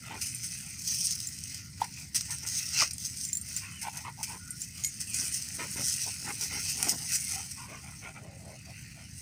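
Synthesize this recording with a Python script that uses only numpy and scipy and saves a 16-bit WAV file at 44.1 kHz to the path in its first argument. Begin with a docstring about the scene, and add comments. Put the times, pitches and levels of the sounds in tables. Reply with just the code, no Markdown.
"""Dogs wrestling on gravel

Two dogs wrestle on loose gravel in a quiet yard at night. Bodies and paws grind and kick the stones:
filtered noise and random contacts. Pebbles tick, soft bodies thud, and collar tags ring in decaying modes.
Jaws clop as a brief cavity tone; hoarse huffs and growls are throat pulses and breath through resonances.
Thin squeaks glide as sine tones. A low distant rumble and a faint hiss are steady shaped noise."""
import sys
import numpy as np
from scipy import signal
from scipy.fft import rfft, irfft
from scipy.io import wavfile
from scipy.ndimage import map_coordinates

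SR = 44100
rng = np.random.default_rng(int(sys.argv[2]) if len(sys.argv) > 2 else 0)


def store_pcm(level_fs):
    """Save levels as 16-bit WAV."""
    pcm = np.round(np.clip(level_fs, -1, 1) * 32767).astype(np.int16)
    wavfile.write(sys.argv[1], SR, np.atleast_2d(pcm).T)


N = 406161
T = np.arange(N) / SR
# spectrum of stones striking each other at the surface: frequency_hz, level_db
GRAVEL = [(1760, -38), (3000, -16.5), (3570, -17), (4440, -11), (5040, -1.5), (6220, 1), (7350, -10.5),
          (8170, -1), (8520, 0), (10200, -9.5), (11600, -21), (12800, -12.5), (13800, -19), (15100, -11),
          (16000, -43)]


def from_db(db):
    """Level to amplitude ratio: 20 dB is a factor of ten."""
    return 10 ** (np.asarray(db) / 20)


def rms_one(x):
    """Normalization of mean power: scale to unit rms."""
    return x / np.sqrt(np.mean(x ** 2) + 1e-20)


def in_time(rows):
    """Linear interpolation: join (time, value) rows by straight lines."""
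    return np.interp(T, *np.transpose(rows))


def drift(rate, size=N):
    """Random modulation: Gaussian knots, rate of them a second up to 1000, joined to a spread near 1."""
    knots = rng.standard_normal(size // 40 + 2)
    return 1.22 * np.interp(np.arange(size) * min(rate, 1000) / SR, np.arange(len(knots)), knots)


def colour(x, spectrum, size=2048):
    """Minimum-phase filtering: a causal unit-energy kernel follows a (Hz, dB) spectrum."""
    hz, db = np.transpose(spectrum)
    grid = np.maximum(np.arange(size // 2 + 1) * SR / size, 1)
    gain = from_db(np.interp(np.log(grid), np.log(hz), db))
    # folding the cepstrum onto positive times makes the kernel causal
    cepstrum = irfft(np.log(gain))
    cepstrum[1:size // 2] *= 2
    cepstrum[size // 2 + 1:] = 0
    kernel = irfft(np.exp(rfft(cepstrum)))
    return signal.oaconvolve(x, kernel / np.linalg.norm(kernel))[:len(x)]


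def patchy(x, patchy_db, patch_hz, patch_s, size=512):
    """Time-varying filtering: random bumps in the spectrum keep shifting the colour."""
    hz, s, cells = signal.stft(x, SR, nperseg=size)
    knots = rng.standard_normal((160, 600))
    places = np.meshgrid(hz / patch_hz, s / patch_s, indexing="ij")
    field = map_coordinates(knots, places, order=1, mode="wrap")
    return signal.istft(cells * from_db(patchy_db * (field - 0.0854)), SR, nperseg=size)[1][:N]


def resonate(x, hz, width_hz):
    """Two-pole resonance with gain near 1 on top; damping sets its width."""
    r = np.exp(-np.pi * width_hz / SR)
    numerator = np.array([1, 0, -1]) * (1 - r * r) / 2
    return signal.lfilter(numerator, [1, -2 * r * np.cos(2 * np.pi * hz / SR), r * r], x + 1e-18)


def cut(x, hz, kind, order=2):
    """Butterworth filtering: a maximally flat passband."""
    return signal.sosfilt(signal.butter(order, np.minimum(hz, .45 * SR), kind, fs=SR, output="sos"), x)


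def add(track, s, sound):
    """Superposition: mix a sound in at time s."""
    at = int(s * SR)
    track[at:at + len(sound)] += sound[:N - at]


def early_echo(x, echo_s=0.001783, echo_share=0.22):
    """Comb filtering: a close, inverted reflection cuts the midrange into bands."""
    reflection = np.interp(T - echo_s, T, x, left=0)
    return (x - echo_share * reflection) / np.hypot(1, echo_share)


def grains(per_s, spread_db, bed):
    """Random impulse train: contacts of scattered size and sign on a bed of noise."""
    sizes = from_db(spread_db * np.minimum(rng.exponential(1, N), 4.0)) * rng.choice([-1, 1], N)
    clicks = rms_one(sizes * (rng.random(N) < per_s / SR))
    return rms_one(clicks + bed * rng.standard_normal(N))


def heave(s, db, swell_s, fade_s):
    """Power envelope of one movement or breath: it builds up to its strongest at s and dies away."""
    drop_db, roundness = 11, 1.45   # fall over one swell or fade time; 1 = pointed top, 2 = bell
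    away = np.maximum((s - T) / swell_s, (T - s) / fade_s)
    near, power = away < 4, np.zeros(N)
    power[near] = from_db(db - drop_db * away[near] ** roundness) ** 2
    return power


def slide_strength():
    """Addition of powers: shuffling, slides and one airy breath drive the surface and deeper layers."""
    # restless shuffling of both dogs, under the separate moves: time_s, crunch_db
    shuffle = [(0.0, -51.5), (0.28, -42.5), (0.72, -46.5), (1.4, -45), (1.7, -52.5), (2.1, -53),
               (2.24, -43), (2.9, -47.5), (3.7, -49.5), (3.98, -45.5), (4.15, -55.5), (4.96, -47.5),
               (5.3, -40.5), (7.35, -40.5), (7.7, -52.5), (8.0, -52), (8.35, -62), (8.7, -56.5)]
    # a body or leg slides through the gravel; the long soft rasp at 8.84 s is a dog's airy breath.
    # time_s is the strongest moment: time_s, crunch_db, swell_s, fade_s, deep_db (against the crunch)
    slides = [(0.55, -45, 0.051, 0.2, -6.5), (0.92, -30.5, 0.088, 0.059, -21.5),
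              (1.07, -29.5, 0.12, 0.093, -24), (1.23, -38.5, 0.066, 0.064, -43),
              (1.55, -43, 0.09, 0.084, -9), (1.82, -42, 0.047, .04, -7), (2.0, -43, 0.1, 0.064, -7),
              (2.58, -31, 0.091, 0.12, -15.5), (2.811, -25.5, 0.078, 0.045, -7),
              (3.06, -33, 0.059, 0.029, -21), (3.23, -35, 0.12, 0.056, -38), (3.53, -40, 0.075, 0.12, -10),
              (4.29, -42, 0.097, 0.085, -13.5), (4.62, -41, 0.07, 0.049, -16),
              (4.79, -47, 0.053, 0.11, -4.5), (5.21, -32.5, 0.094, .1, -12.5),
              (5.37, -35, 0.068, 0.054, -38), (5.9, -31, 0.12, 0.062, -24), (6.03, -33.5, 0.12, .07, -17),
              (6.55, -39.5, 0.056, 0.28, -6.5), (6.7, -33, 0.1, 0.037, -12.5), (6.87, -36, 0.22, 0.13, -47),
              (7.139, -27, 0.046, 0.034, -17), (7.32, -35.5, 0.097, 0.055, -16),
              (8.84, -57.5, 0.53, 0.39, 2), (9.19, -48.5, 0.084, 0.087, -30)]
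    shuffle_depth_db = -10.5   # deep stones against the crunch
    surface = from_db(in_time(shuffle)) ** 2
    deep = surface * from_db(shuffle_depth_db) ** 2
    for s, db, swell_s, fade_s, depth_db in slides:
        power = heave(s, db, swell_s, fade_s)
        surface = surface + power
        deep = deep + power * from_db(depth_db) ** 2
    return np.sqrt(surface), np.sqrt(deep)


def kick_strength():
    """Impulsive excitation: a paw digs in at once, pushes for a moment, and the stones settle."""
    # paws kicking into the gravel: start_s, level_db, length_s
    paw_kicks = [(0.213, -30.5, 0.031), (0.257, -35.5, 0.031), (0.433, -36, 0.029), (1.841, -35, 0.0094),
                 (2.145, -26.5, 0.04), (2.207, -31, 0.0088), (2.305, -35, 0.035), (2.464, -33, .026),
                 (2.908, -32.5, .008), (3.57, -33, .019), (3.814, -35, 0.029), (3.971, -31.5, 0.007),
                 (4.229, -30.5, 0.021), (5.002, -34.5, 0.032), (5.142, -31, 0.012), (6.409, -32, 0.057),
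                 (6.827, -15, 0.0031), (6.842, -30, .013), (6.885, -28.5, 0.036), (7.153, -27.5, 0.013),
                 (7.511, -36.5, 0.014)]
    rise_s, push_share, settle_share = 0.00072, 0.46, 0.59   # shares of the length
    power, t = np.zeros(N), np.arange(SR // 3) / SR
    for s, db, length in paw_kicks:
        settling = np.maximum(t / length - push_share, 0) / settle_share
        strength = from_db(db) * np.minimum(t / rise_s, 1) * np.exp(-settling)
        add(power, s, strength ** 2)
    return np.sqrt(power)


def gravel():
    """Granular friction, and one breath as like noise: fine stones lift the treble, weight grinds deep."""
    # fineness of the stones where the dogs lie; each band takes a share of it: time_s, fineness_db
    fineness = [(0.0, -1.5), (0.3, 2), (0.72, 1.5), (0.85, -1), (1.15, -1), (1.6, -1.5), (2.64, -1.5),
                (2.82, -9.5), (2.93, -1), (4.5, 2), (4.92, -1.5), (5.05, 2.5), (6.44, -1), (7.2, 2.5),
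                (9.21, 1)]
    # spectrum of the stones below the surface: frequency_hz, level_db
    deep_stones = [(300, -26.5), (600, -13.5), (1100, -14.5), (1450, -3.5), (1700, -4), (2050, 3.5),
                   (2750, 3.5), (3500, -11.5), (4600, 2.5), (6000, -25)]
    kicks, (surface, deep) = kick_strength(), slide_strength()

    slide = surface * from_db(1.56 * drift(90)) * grains(per_s=1000, spread_db=3.0, bed=1.0)
    contacts = slide + kicks * grains(per_s=5800, spread_db=6.0, bed=0.79)
    crunch = patchy(colour(contacts, GRAVEL), patchy_db=3.0, patch_hz=339.2, patch_s=.05)

    # zero-phase filters split the crunch at 7.2 and 11.2 kHz
    fine_db = in_time(fineness) + 1.45 * drift(60)
    below_7k, below_11k = [signal.sosfiltfilt(signal.butter(4, hz, fs=SR, output="sos"), crunch)
                           for hz in (7200, 11200)]
    low = below_7k * from_db(-.45 * fine_db)
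    treble = (below_11k - below_7k) * from_db(1.2 * fine_db)
    top = (crunch - below_11k) * from_db(0.42 * fine_db)

    grinding = deep * grains(per_s=500, spread_db=3.0, bed=1.0)
    grinding = grinding + from_db(-14.5) * kicks * rng.standard_normal(N)
    ground = early_echo(colour(grinding, deep_stones))
    return low + treble + top + patchy(ground, patchy_db=5.0, patch_hz=196.2, patch_s=.06)


def pebbles():
    """Impact noise: each knock is a sharp tick with a brief, weaker tail of coloured noise."""
    # single pebbles knocking together; peaks lie 6 dB under the level: start_s, level_db
    knocks = [(0.300, -27), (1.109, -7.5), (1.203, -13), (1.388, -21), (1.438, -16), (2.308, -25),
              (2.385, -20.5), (2.487, -14), (2.982, -17), (3.050, -19), (6.894, -4), (6.900, -12),
              (6.921, -14), (7.021, -21), (8.045, -37)]
    t = np.arange(SR // 100) / SR
    out = np.zeros(N)
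    for s, db in knocks:
        envelope = np.exp(-t / 0.00069) + 0.28 * np.exp(-t / 0.005)
        tick = colour(rng.standard_normal(len(t)) * envelope, GRAVEL)
        add(out, s, from_db(db - 6.0) * tick / np.abs(tick).max())
    return out


def tumble():
    """Low-frequency impact: soft heavy bodies bump and roll on packed earth."""
    # a body drops or rolls onto the earth, time_s being its hardest push: time_s, level_db
    rolls = [(5.2, -51.5), (5.62, -54), (5.79, -43), (6.3, -48.5), (6.56, -50), (6.83, -45), (6.93, -45)]
    bumps = grains(per_s=56, spread_db=-2.5, bed=0.36)
    strength = np.sqrt(sum(heave(s, db, swell_s=0.085, fade_s=0.083) for s, db in rolls))
    return strength * rms_one(cut(bumps, [115, 270], "band"))


def throat(size, hoarse, flutter_hz=85):
    """Relaxation oscillation: slack folds flap unevenly, each flap passing a pulse and a puff of air."""
    cycles = np.cumsum(flutter_hz * np.exp(.35 * drift(150, size))) / SR + rng.random()
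    pulses = np.diff(np.floor(cycles), prepend=0) * from_db(2.5 * drift(120, size))
    puffs = rng.standard_normal(size) * (.4 + np.exp(-3.0 * (cycles % 1)))
    return rms_one(pulses) * 0.19 + hoarse * rms_one(puffs)


def growls_and_thud(mouth_width_hz=290, upper_width_hz=950, chest_hz=350, chest_width_hz=420):
    """Source-filter principle: pulses and breath drive four resonances, for the voices and one body thud."""
    # huffs and growls, and at 2.811 s the dull thud of a body hit; swell_share is the part of the
    # length spent swelling, upper_db and chest_db are relative to the mouth (main) resonance:
    # start_s, length_s, swell_share, level_db, mouth_hz, upper_db, chest_db
    bursts = [(0.0, 0.16, 0.57, -57, 600, 9, -20), (0.09, 0.12, 0.29, -46.5, 820, 1, -2),
              (1.788, 0.093, 0.46, -47, 890, -3, -9), (2.275, 0.097, 0.42, -53.5, 890, 5.5, -17),
              (2.409, .09, 0.42, -58, 840, 6, -1), (2.756, 0.11, 0.5, -48.5, 900, 5, -12),
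              (2.811, .04, 0.43, -43.5, 550, -3, -9), (3.596, 0.2, 0.28, -54.5, 1110, 5, -21),
              (3.814, 0.087, 0.67, -43.5, 870, 0, -16), (3.92, 0.12, .5, -51, 840, 1.5, -23),
              (4.034, .09, 0.34, -41.5, 1004, -4, -15.5), (4.168, .085, .45, -49, 840, -10, -35),
              (4.266, .125, 0.51, -46, 940, -4, -10.5), (5.579, 0.1, 0.21, -45, 890, 5.5, 2.5),
              (5.746, 0.1, 0.43, -49, 950, 6, 2.5), (6.055, 0.052, 0.41, -47, 670, -10, -3),
              (6.234, 0.088, 0.86, -43, 830, 3, -4), (6.39, 0.092, 0.47, -56.5, 800, 4, 0.5),
              (6.487, 0.13, 0.41, -51, 860, 8.5, -1), (6.76, .13, 0.5, -49, 740, 6.5, -0.5),
              (6.861, 0.039, 0.37, -39.5, 676, -3, -3), (6.9, 0.067, 0.52, -50, 650, -10, 3),
              (6.972, 0.099, .55, -55, 780, -17, -8), (7.272, 0.23, 0.27, -53, 780, 1.5, -8.5),
              (7.556, .16, 0.23, -50.5, 950, -1.5, -17), (7.661, 0.17, 0.41, -49, 1110, -0.5, -6.5),
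              (7.679, 0.1, 0.46, -56.5, 580, -12, -13), (7.805, 0.23, 0.29, -59, 750, 4, -14),
              (8.002, .13, 0.46, -52.5, 630, 7.5, -2.5), (8.136, 0.074, 0.4, -55, 744, 6, -15),
              (8.119, 0.32, 0.39, -55, 560, -7, -6), (8.351, .26, 0.55, -54.5, 556, -22, -7),
              (8.652, 0.088, .55, -62.5, 547, -2, 5), (8.938, 0.14, 0.44, -60.5, 650, 2, -18)]
    upper_hz = 2156
    middle_hz, middle_width_hz, middle_db = 1403, 270, -5.5   # level relative to the upper one
    out = np.zeros(N)
    for start, length, swell, db, mouth_hz, upper_db, chest_db in bursts:
        t = np.arange(int(length * SR)) / SR
        source = throat(len(t) + SR // 10, hoarse=0.99)
        source = patchy(source, patchy_db=5.5, patch_hz=129.1, patch_s=0.042, size=1024)[:len(t)]
        ramp = np.interp(t / length, [0, np.clip(swell, .05, .95), 1], [0, 1, 0])
        effort = np.sin(np.pi / 2 * ramp) ** 1.43
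        # a chesty huff opens the throat and damps the resonances; widths are as named at 9 dB of chest
        blur = from_db(0.024 * (chest_db - 9.0))
        parts = [(mouth_hz, mouth_width_hz * blur, 0),
                 (middle_hz, middle_width_hz, upper_db + middle_db),
                 (upper_hz, upper_width_hz * blur, upper_db),
                 (chest_hz, chest_width_hz, chest_db)]
        for hz, width, part_db in parts:
            resonance = resonate(resonate(source, hz, width), hz, width)
            add(out, start, from_db(db + part_db) * effort * rms_one(resonance))
    return out


def jaws(swell_s=.003, rise=0.018):
    """Cavity resonance: the mouth sounds for a few cycles, rising a little as it closes."""
    # jaws closing on a hollow mouth: start_s, level_db, cavity_hz
    clops = [(1.8165, -16, 885), (1.839, -36, 920), (2.82, -21.5, 1170), (3.870, -28, 880),
             (3.882, -26.5, 880), (4.080, -30.5, 960)]
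    out, t = np.zeros(N), np.arange(SR // 40) / SR
    age = t / swell_s
    for s, db, hz in clops:
        phase = 2 * np.pi * np.cumsum(hz * (1 + rise * np.tanh(age - 1))) / SR
        clop = age * np.exp((1 - age ** 2) / 2) * np.sin(phase)
        smack = 0.17 * cut(rng.standard_normal(len(t)), [1700, 5500], "band") * np.exp(-t / 0.012)
        add(out, s, from_db(db) * (clop + smack))
    return out


def tags(strike_db=1.0, strike_s=0.0016, click_db=2.0, click_s=0.002, vary_db=1.5):
    """Modal vibration: metal tags buzz shortly; modes drop fast while they touch, then ring on."""
    # modes of each collar tag, by tag name: mode_hz, level_db, t60_s
    tag_modes = {"bright": [(7260, 2.5, 0.06), (8400, -15.5, 0.15), (8800, -13, .08), (9930, -5, 0.045),
                 (13150, -18, .05), (15400, -15, .12)], "short": [(7280, 0, 0.041), (8630, 8.5, 0.058),
                 (9360, 4, 0.048), (11640, -3.5, 0.066)], "large": [(2160, -25.5, 0.13), (6200, -24, 0.17),
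                 (6788, -10, 0.16), (8170, -18, 0.17), (9850, -19.5, 0.19), (12530, -20, 0.11),
                 (14490, -31, .15)]}
    # tag clinks: start_s, level_db, tag name
    clinks = [(0.347, -40, "short"), (0.364, -49.5, "bright"), (1.271, -32.5, "bright"),
              (2.933, -41.5, "short"), (3.25, -31, "bright"), (3.288, -36, "bright"),
              (3.33, -25.5, "bright"), (3.352, -30, "bright"), (3.370, -26.5, "bright"),
              (3.413, -39, "short"), (3.564, -28, "bright"), (4.506, -38, "short"), (4.617, -32, "bright"),
              (4.837, -22.5, "large"), (4.846, -15, "large"), (4.871, -36, "bright"),
              (7.159, -31.5, "bright"), (8.501, -59, "short")]
    # spectrum of the contact buzz: frequency_hz, level_db
    buzz_spectrum = [(1500, -24), (2500, -6), (4500, 6), (6500, 9.5), (9000, -9), (12000, -7), (16000, -24)]
    out, t = np.zeros(N), np.arange(SR // 3) / SR
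    for s, db, which in clinks:
        buzz = colour(rng.standard_normal(len(t)), buzz_spectrum)
        sound = from_db(click_db) * buzz * np.exp(-t / click_s) / 2
        for hz, mode_db, t60 in tag_modes[which]:
            ring = 0.95 * np.exp(-np.log(1000) * t / t60)
            envelope = ring + from_db(strike_db) * np.exp(-t / strike_s)
            gain = from_db(mode_db + vary_db * rng.normal())
            mode_hz = hz * (1 + 0.0033 * rng.normal())
            sound += gain * envelope * np.sin(2 * np.pi * mode_hz * t)
        add(out, s, from_db(db) * sound * np.minimum(t / 0.001, 1))
    return cut(out, 1400, "high", order=4)


def squeaks(waver=0.031, waver_at_hz=2000):
    """Frequency modulation: thin wavering tones glide and fade at both ends."""
    # thin whines, squeaks and a faint high whistle, one list each: time_s, pitch_hz, level_db
    glides = [
        [(3.71, 2990, -57), (3.77, 3030, -49), (3.83, 2650, -56)],
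        [(4.38, 1410, -62), (4.49, 1440, -52), (4.58, 1450, -63)],
        [(5.07, 2650, -38), (5.11, 2470, -48), (5.19, 2534, -48)],
        [(8.52, 9000, -61), (8.6, 11100, -77), (8.8, 11400, -79), (9.03, 10400, -68), (9.12, 9100, -61)],
    ]
    out = np.zeros(N)
    for rows in glides:
        s, hz, db = np.transpose(rows)
        t = np.arange(s[0], s[-1], 1 / SR)
        depth = waver * np.sqrt(waver_at_hz / hz[0])   # higher tones waver by a smaller share
        pitch = np.interp(t, s, hz) * (1 + depth * drift(520)[:len(t)])
        level = from_db(np.interp(t, s, db) + 2.7 * drift(63)[:len(t)])
        level = level * signal.windows.tukey(len(t), .2)
        add(out, s[0], level * np.sin(2 * np.pi * np.cumsum(pitch) / SR))
    return out


def yard(x):
    """Diffuse reverberation: nearby walls and clutter scatter a faint short tail."""
    t = np.arange(SR // 4) / SR
    decay = np.exp(-np.log(1000) * t / .12)   # 60 dB in 0.12 s
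    tail = cut(rng.standard_normal(len(t)), 9000, "low") * decay * (t > .004)
    return x + from_db(-17.5) * signal.oaconvolve(x, tail / np.linalg.norm(tail))[:N]


def night(rumble_db=-49, air_db=-64):
    """Stationary shaped noise: a steady distant rumble and a faint hiss."""
    # spectrum of the distant rumble: frequency_hz, level_db
    rumble_spectrum = [(15, -44), (25, -47), (38, -13.5), (56, -19.5), (69, -0.5), (124, 0.5), (188, -4.5),
                       (265, -14), (325, -20.5), (414, -34.5), (520, -35), (680, -73), (1140, -120)]
    # spectrum of the hiss: frequency_hz, level_db
    air_spectrum = [(400, 4.5), (1000, 3.5), (1500, -2), (2050, 24), (2800, -25), (3600, 7), (5500, 10),
                    (9000, 7.5), (12000, -36), (16000, -42)]
    rumble = from_db(rumble_db) * colour(rng.standard_normal(N), rumble_spectrum, size=16384)
    hiss = from_db(air_db) * colour(rng.standard_normal(N), air_spectrum)
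    return rumble + hiss


def scene():
    """Superposition: the scuffle in the yard, over the night background."""
    ground = gravel() + pebbles() + tumble()
    dogs = tags() + jaws() + early_echo(growls_and_thud()) + squeaks()
    return (yard(ground + dogs) + night())[None]


def record(dry, dip_hz=3650, dip_width_hz=550, dip=0.25, cutoff_hz=16300):
    """Frequency response: the microphone dips in the low treble, and the top is cut steeply."""
    coloured = dry - dip * resonate(dry, dip_hz, dip_width_hz)
    return signal.sosfilt(signal.ellip(10, .2, 80, cutoff_hz, fs=SR, output="sos"), coloured)


dry = scene()
out = record(dry)
store_pcm(out)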